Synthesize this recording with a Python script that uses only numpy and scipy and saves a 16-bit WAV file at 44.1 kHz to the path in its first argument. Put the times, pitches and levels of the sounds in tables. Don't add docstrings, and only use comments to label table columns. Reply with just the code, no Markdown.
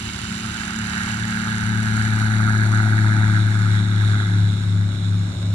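import sys
import numpy as np
from scipy import signal
from scipy.fft import rfft, irfft, next_fast_len
from scipy.io import wavfile
from scipy.ndimage import uniform_filter1d, map_coordinates

SR = 44100
rng = np.random.default_rng(int(sys.argv[2]) if len(sys.argv) > 2 else 0)


def output_pcm(signal):
    pcm = np.clip(np.atleast_2d(signal).T, -1, 1) * 32767
    wavfile.write(sys.argv[1], SR, np.round(pcm).astype(np.int16))


N = 244314
FIRINGS_PER_BLADE = 1.698

# t/s, firing rate f/Hz
FIRING_RATE = [(0.0, 187.4), (1.0, 186.7), (2.0, 184.2), (2.5, 182.7), (3.0, 181.8), (3.5, 179.6),
               (4.0, 177.7), (4.5, 175.2), (5.0, 173.8), (5.54, 173)]
# t/s, aspect (-1 nose on, 0 abeam, 1 tail on), bass left-right/dB, treble left-right/dB
PASSAGE = [(0, -0.93, 2.4, -1), (.7, -0.82, 0.98, -0.5), (1.3, -0.64, 2.7, 0), (1.8, -.3, 4.3, 1.5),
           (2.7, 0.079, 3.8, 3), (3.7, 0.62, 3.5, 3), (4.3, 0.6, 2, 4), (4.8, 0.83, 3, 3.5),
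           (5.54, 0.99, 1.02, 3.5)]
RADIATION = {"drone": (0.35, -15.8, 15, -48), "second": (-0.06, -27, 16.5, -46),
             "third": (0.29, -37, 80, -52), "chop": (0.06, -43.5, 55, -57), "burr": (0.2, -44, 60, -72),
             "wash": (0.31, -39.5, 4.5, -58), "ticking": (-0.8, -6, 7, -24)}
# t/s, level/dB
AIR_STRENGTH = [(0, -42.5), (.6, -41.5), (.78, -43.5), (.9, -41), (1.11, -40), (1.17, -43), (1.3, -41),
                (1.5, -42), (1.75, -42.5), (2.0, -39.5), (2.3, -41), (2.8, -41), (3.2, -42.5), (3.78, -42),
                (3.87, -46), (4.07, -42.5), (4.2, -43.5), (4.4, -45.5), (4.6, -45.5), (4.8, -48),
                (5.1, -46.5), (5.54, -46.5)]


def amp(db):
    return 10 ** (np.asarray(db) / 20)


def unit(x):
    return x / np.sqrt(np.mean(x ** 2) + 1e-20)


def along(points, hz):
    f, v = np.transpose(points)
    return np.interp(np.log(hz + 1), np.log(f + 1), v)


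def curves(rows):
    s, *cols = np.transpose(rows)
    return [np.interp(np.arange(N) / SR, s, c) for c in cols]


def wobble(rate):
    knots = rng.standard_normal(int(N * rate / SR) + 4)
    return map_coordinates(knots, [np.arange(N) * rate / SR])


def filtered(x, response):
    m = next_fast_len(N + SR // 2)
    return irfft(rfft(x, m) * response(np.fft.rfftfreq(m, 1 / SR)), m)[..., :N]


def noise(spectrum):
    return unit(filtered(rng.standard_normal(N), lambda hz: amp(along(spectrum, hz))))


def panned(x, balance_db):
    left = amp(balance_db)
    return x * np.array([2 * left, 2 + 0 * left]) / (1 + left)


def ports(x, aspect):
    # f/Hz, left-right/dB for the approach, abeam, for the departure
    port_balance = [(300, 5, 1, -4), (550, 13, 9.5, -17), (955, 2, -6.5, -6), (1280, -2, -4, -3),
                    (1586, -9, -16.5, -16), (2010, -19, -0.5, -2), (2420, 14, 11, -11),
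                    (2600, -15, -11, -22), (2900, -16, -12, -7), (3150, -1, -16, 0), (3580, -16, -39, -29),
                    (4100, -17, -27, -27), (4500, -8, -19, -7), (5200, -15, -3, 5), (5700, -7, 8, -9),
                    (6330, 6, -10, 0), (7100, -14.5, -4, -3), (7400, -1, 8, 2), (8100, -15, -19, -4),
                    (9000, -5.5, -6, 2), (12800, -1, -26, -4)]
    # f/Hz, left lead/rad for the approach, for the departure
    port_lead = [(100, .05, .05), (400, .2, .1), (800, .7, .5), (1100, 1.4, 1.4), (1400, 1, 1),
                 (1750, 3.1, 3.1), (2100, 4.4, 4.8), (2550, 9.4, 9.4), (3100, 12.8, 15), (3700, 19.3, 19.5),
                 (4200, 20.2, 20.2), (4750, 21.6, 22), (5300, 22.5, 24.5), (5900, 25.1, 27.8),
                 (7200, 29.5, 32), (9000, 31, 41), (14000, 44, 56)]

    def read(table, hz):
        points = [(f, np.interp(aspect, np.linspace(-1, 1, len(row)), row)) for f, *row in table]
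        return along(points, hz)

    def response(hz):
        ratio = amp(read(port_balance, hz))
        lead = read(port_lead, hz)
        return np.array([ratio * np.exp(.5j * lead), np.exp(-.5j * lead)]) / np.sqrt(1 + ratio ** 2)

    pair = filtered(x, response)
    return pair / np.std(pair.mean(0))


def hollowed(x):
    abeam_hz, sink_hz, width_hz, depth_db = 5090, 545, 140, 5.5
    mid = x.mean(0)
    hz, s, z = signal.stft(mid, SR, nperseg=1024)
    centre = abeam_hz - sink_hz * np.interp(s * SR, np.arange(N), curves(PASSAGE)[0])
    gain = amp(-depth_db * np.exp(-((hz[:, None] - centre) / width_hz) ** 2))
    hollow_mid = signal.istft(z * gain, SR, nperseg=1024)[1][:N]
    return x - mid + hollow_mid


def leaned(x):
    # f/Hz, left-right/dB
    bass_lean = [(170, 0), (280, -2), (450, -4)]
    return filtered(x, lambda hz: amp(along(bass_lean, hz) * np.array([[.5], [-.5]])))


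def beamed(beam):
    centre, peak_db, fall_db, around_db = beam
    return np.hypot(amp(peak_db - fall_db * (curves(PASSAGE)[0] - centre) ** 2), amp(around_db))


def fading():
    start_s, trough_s, period_s = 3.47, 4.61, 0.363
    first_depth, last_depth = 0.077, 0.48
    t = np.arange(N) / SR
    depth = np.interp(t, [start_s - .1, start_s, t[-1]], [0, first_depth, last_depth])
    beat = np.abs(1 - depth * np.exp(2j * np.pi * (t - trough_s) / period_s))
    return beat / np.hypot(1, depth)


def bursts(blade, depth_db, scatter_db):
    number = np.round(blade / (2 * np.pi)).astype(int)
    size = rng.standard_normal(number[-1] + 1)[number]
    swell_db = depth_db * np.cos(blade) + scatter_db * size * (1 + np.cos(blade)) / 2
    gate = amp(swell_db)
    return gate / np.sqrt(uniform_filter1d(gate ** 2, size=8192))


def breeze():
    # f/Hz, relative level/dB
    breeze_colour = [(10, -33), (35, -6), (90, -1), (200, 5.5), (400, -4), (1000, -42), (3000, -120)]
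    return amp(-47 + 2.5 * wobble(4)) * np.array([noise(breeze_colour), noise(breeze_colour)])


def idling():
    # f/Hz, rms level/dB
    idle_tones = [(50, -49), (75, -43), (100, -47), (125, -46.5)]
    t = np.arange(N) / SR
    hum = 0
    for hz, db in idle_tones:
        hum = hum + amp(db + 0.7 * wobble(2.54)) * np.cos(2 * np.pi * hz * t + 0.54 * wobble(2.97))
    return np.sqrt(2) * hum


def roar():
    # f/Hz, relative level/dB
    roar_colour = [(300, -40), (440, -6), (540, 1), (650, 1), (900, -9), (1400, -42)]
    # t/s, level/dB
    roar_strength = [(4.45, -70), (4.7, -57), (4.9, -52), (5.15, -59), (5.35, -48.5), (5.54, -51)]
    return amp(curves(roar_strength)[0]) * noise(roar_colour)


def hiss(blade):
    # f/Hz, relative level/dB
    ahead_colour = [(300, -65), (500, -19), (800, -6.5), (1500, 2.5), (2350, -0.5), (2900, 5), (3500, -10),
                    (4050, -3), (5000, -4.5), (6600, -10), (7200, -0.5), (8300, -19), (9200, -9),
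                    (13500, -32), (17000, -64)]
    abeam_colour = [(300, -100), (1500, -4), (2600, -2.5), (3300, -8), (4000, 4.5), (4800, -5), (5600, -12),
                    (6300, -4), (8200, -12), (9100, -3), (10200, -20), (11000, -18.5), (13500, -23.5),
                    (17000, -33)]
    behind_colour = [(300, -63), (550, -7.5), (1000, -4.5), (1500, -2.5), (2200, -7), (3100, -9.5),
                     (3700, 3.5), (4700, -10.5), (5300, -14), (5850, -9.5), (6400, -12.5), (7000, -12),
                     (7900, -12), (9500, -22), (12000, -31), (17000, -47)]
    offsets = [6, 0.5, 5]
    aspect = curves(PASSAGE)[0]
    total = 0
    for centre, colour, db in zip([-1, 0, 1], [ahead_colour, abeam_colour, behind_colour], offsets):
        share = np.clip(1 - np.abs(np.clip(aspect, -1, 1) - centre), 0, 1)
        direct = ports(noise(colour) * bursts(blade, depth_db=1.2, scatter_db=1.5), centre)
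        scattered = amp(-8) * np.array([noise(colour), noise(colour)])
        total = total + np.sqrt(share) * amp(db) * (direct + scattered)
    return amp(curves(AIR_STRENGTH)[0] + .4 * wobble(16)) * total


def ticking(blade):
    # f/Hz, relative level/dB
    tick_colour = [(3500, -35), (5000, -2), (5900, -2), (6600, 4), (7200, 2), (8300, -15), (9300, 1.5),
                   (10500, -14), (14000, -28), (17000, -64)]
    shaft = blade / 3
    gate = unit(amp(2.5 * wobble(30)) * np.cos(shaft / 2) ** 8)
    sizzle = ports(noise(tick_colour) * gate, aspect=-0.7)
    return beamed(RADIATION["ticking"]) * amp(curves(AIR_STRENGTH)[0]) * sizzle


def burr(blade):
    # f/Hz, relative level/dB
    burr_colour = [(420, -50), (560, -13), (680, -3), (850, 1), (980, -1), (1150, -35), (1600, -80)]
    flutter = noise(burr_colour) * bursts(blade, depth_db=4, scatter_db=2.5)
    return beamed(RADIATION["burr"]) * ports(flutter, aspect=0)


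def snapping(number):
    # t/s, level against the usual chirp/dB, blades in a row
    snaps = [(2.341, 5, 1), (2.48, 5.5, 4), (2.553, 5.5, 2), (2.618, 8, 1), (2.74, 3, 3), (2.777, 3, 4),
             (2.86, -3, 2), (2.888, 1, 1), (2.926, 5.5, 2), (2.982, 6, 2), (3.125, 4, 2), (3.236, 3, 2),
             (3.36, 6, 3), (3.749, 2, 2), (4.008, 4, 2), (4.133, 5, 2), (4.2, 8.5, 1)]
    extra = 0
    for s, db, blades in snaps:
        struck = number[round(s * SR)] + np.arange(round(blades))
        extra = extra + amp(db) * np.isin(number, struck)
    return extra


def chirps(blade):
    shedding_hz, rise_hz_per_s, half_length_s = 1545, 75000, .002
    eddy_rate, rough_rate = 60, 380
    eddy_db, blade_scatter_db = 1.7, 1.3
    pitch_drift, slip_rad, jitter_rad = .045, 1.0, .66
    turn = blade / (2 * np.pi)
    number = np.round(turn).astype(int)
    since = (turn - number) * FIRINGS_PER_BLADE / curves(FIRING_RATE)[0]
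    pitch = shedding_hz * (1 + pitch_drift * wobble(eddy_rate))
    slip = slip_rad * wobble(eddy_rate) + jitter_rad * wobble(rough_rate)
    phase = 2 * np.pi * since * (pitch + rise_hz_per_s * since / 2) + slip
    scatter_db = blade_scatter_db * rng.standard_normal(number[-1] + 1)[number]
    size = amp(eddy_db * wobble(eddy_rate) + scatter_db)
    envelope = np.exp(-(since / half_length_s) ** 2)
    return np.hypot(size, snapping(number)) * envelope * np.cos(phase)


def swish(blade):
    # f/Hz, relative level/dB
    rush_colour = [(380, -74), (520, -29), (700, -14.5), (860, -6.5), (1080, -14.5), (1270, -3.5),
                   (1480, 2.5), (1750, 2), (2000, -3), (2300, -11.5), (2800, -23), (4500, -64)]
    rasp_colour = [(1500, -100), (2600, -48), (3250, 3), (3550, 8.5), (3950, 11.5), (4350, -30),
                   (4800, -36), (7000, -100)]
    # t/s, level/dB
    swish_strength = [(0, -46.5), (.45, -40), (.63, -35), (.78, -35), (.88, -34.5), (.99, -30),
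                      (1.2, -33.5), (1.42, -31), (1.68, -31.5), (1.85, -30.5), (2.4, -29), (2.6, -30.5),
                      (2.8, -28.5), (2.9, -30), (3.3, -29.5), (3.45, -33.5), (3.75, -31.5), (3.83, -36),
                      (3.95, -33.5), (4.22, -33.5), (4.38, -36.5), (4.55, -41), (5.54, -49)]
    rasp_strength = [(2.3, -45), (3.15, -48), (3.42, -41), (3.58, -65), (3.78, -38.5), (3.9, -44.5),
                     (4.07, -38), (4.13, -43), (4.2, -36.5), (4.3, -44.5), (4.58, -42.5), (4.8, -51),
                     (4.93, -43), (5.06, -43), (5.16, -63), (5.43, -46), (5.54, -61)]
    nose_on = np.clip(-curves(PASSAGE)[0], 0, 1)
    share = np.clip(.62 - .35 * nose_on ** 2, .1, .9)
    rush = noise(rush_colour) * bursts(blade, depth_db=1.4, scatter_db=1.1)
    song = np.sqrt(share) * ports(chirps(blade), aspect=0) + np.sqrt(1 - share) * ports(rush, aspect=0)
    rasp = ports(noise(rasp_colour) * bursts(blade, depth_db=4, scatter_db=2), aspect=0.7)
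    return amp(curves(swish_strength)[0]) * song + amp(curves(rasp_strength)[0]) * rasp


def wash_and_shaft(shaft):
    # f/Hz, relative level/dB
    wash_colour = [(12, -52), (26, -12), (50, -8), (80, 2.5), (130, 2), (200, 0), (260, -0.5), (330, -11.5),
                   (400, -14), (480, -28), (700, -59), (1500, -120)]
    shaft_tones = [(1, -10.5), (2, -13), (4, -1), (7, -18), (8, -12)]
    wash = amp(7.0) * unit(noise(wash_colour) * amp(1.2 * np.cos(shaft)))
    lines = 0
    for k, db in shaft_tones:
        lines = lines + amp(db + 2.3 * wobble(5)) * np.cos(round(k) * shaft + 1.0 * wobble(7.2))
    return beamed(RADIATION["wash"]) * (wash + lines)


def engine(firing):
    # t/s, rms level/dB
    hum_strength = [(0, -39.5), (.6, -35.5), (1.15, -33), (1.55, -30), (2.2, -34.5), (2.7, -33.5),
                    (3.5, -32.5), (4.45, -29), (4.95, -32.5), (5.22, -29.5), (5.54, -32)]
    # t/s, rms level/dB
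    octave_strength = [(0, -53), (.7, -53), (1.9, -51.5), (2.35, -47.5), (2.65, -44.5), (2.95, -43.5),
                       (3.15, -52), (3.3, -55), (3.7, -45.5), (3.88, -48), (4.2, -45.5), (4.5, -49),
                       (5.54, -51.5)]
    tail_s, tail_width_s, tail_db, tail_per_firing = 4.17, 0.21, -46.5, 2.25
    hum_gain = amp(curves(hum_strength)[0] + 1.94 * wobble(8.6))
    hum_gain = hum_gain * fading() ** 0.79
    hum = hum_gain * np.cos(firing + 0.26 * wobble(7.7))
    octave = amp(1.3 * wobble(4.23)) * np.cos(2 * firing + 0.1 * wobble(13))
    twelfth = amp(-17.5) * np.cos(3 * firing + 0.25 * wobble(22))
    overtones = amp(curves(octave_strength)[0]) * (octave + twelfth)
    swell = np.exp(-((np.arange(N) / SR - tail_s) / tail_width_s) ** 2)
    tail_tone = amp(tail_db) * swell * np.cos(tail_per_firing * firing)
    return np.sqrt(2) * (hum + tail_tone + overtones)


def propeller(blade):
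    # f/Hz, relative level/dB
    inflow_colour = [(20, -45), (45, -23), (72, -4), (88, 6), (100, 1), (118, 5), (135, -11), (170, -43),
                     (500, -120)]
    chop_colour = [(60, -73), (150, -49), (250, 7.5), (330, 1), (420, -8), (500, -25), (680, -1.5),
                   (850, -2), (1050, -15), (2500, -120)]
    # t/s, level/dB
    approach_waver = [(0.05, 3), (.15, -1), (.4, 1), (.48, 7), (.62, -5), (.72, -9), (.82, 6), (.92, -8),
                      (1.0, -2), (1.23, 4), (1.39, -5), (1.47, 0)]
    aspect = curves(PASSAGE)[0]
    nose_on = np.clip(-aspect, 0, 1)
    blurred = np.clip(.6 * nose_on ** 3, .002, .8)
    waver_db = curves(approach_waver)[0] + nose_on ** 2 * wobble(6.8)
    drone = beamed(RADIATION["drone"]) * fading() * amp(waver_db)
    tone = -np.sqrt(2) * amp(0.081 * wobble(40)) * np.cos(blade + 0.026 * wobble(24))
    first = drone * (np.sqrt(1 - blurred) * tone + np.sqrt(blurred) * noise(inflow_colour))
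    second_gain = beamed(RADIATION["second"]) * amp((0.97 + 2.3 * aspect ** 2) * wobble(15))
    second = second_gain * np.cos(2 * blade - .4 + 0.11 * wobble(24))
    third_gain = beamed(RADIATION["third"]) * amp(1.05 * wobble(7))
    third = third_gain * np.cos(3 * blade - .8 + 0.34 * wobble(24))
    chop = beamed(RADIATION["chop"]) * noise(chop_colour) * bursts(blade, depth_db=3, scatter_db=3)
    return first - np.sqrt(2) * (second + third) + chop


def scene():
    _, bass_db, treble_db = curves(PASSAGE)
    firing = 2 * np.pi * np.cumsum(curves(FIRING_RATE)[0]) / SR
    blade = firing / FIRINGS_PER_BLADE
    background = breeze() + idling()
    treble = hollowed(hiss(blade) + ticking(blade) + burr(blade) + swish(blade))
    bass = roar() + wash_and_shaft(blade / 3) + engine(firing) + propeller(blade)
    return background + panned(treble, treble_db) + leaned(panned(bass, bass_db))


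def record(dry):
    top_hz = 15100
    return filtered(dry, lambda hz: hz < top_hz)


dry = scene()
out = record(dry)
output_pcm(out)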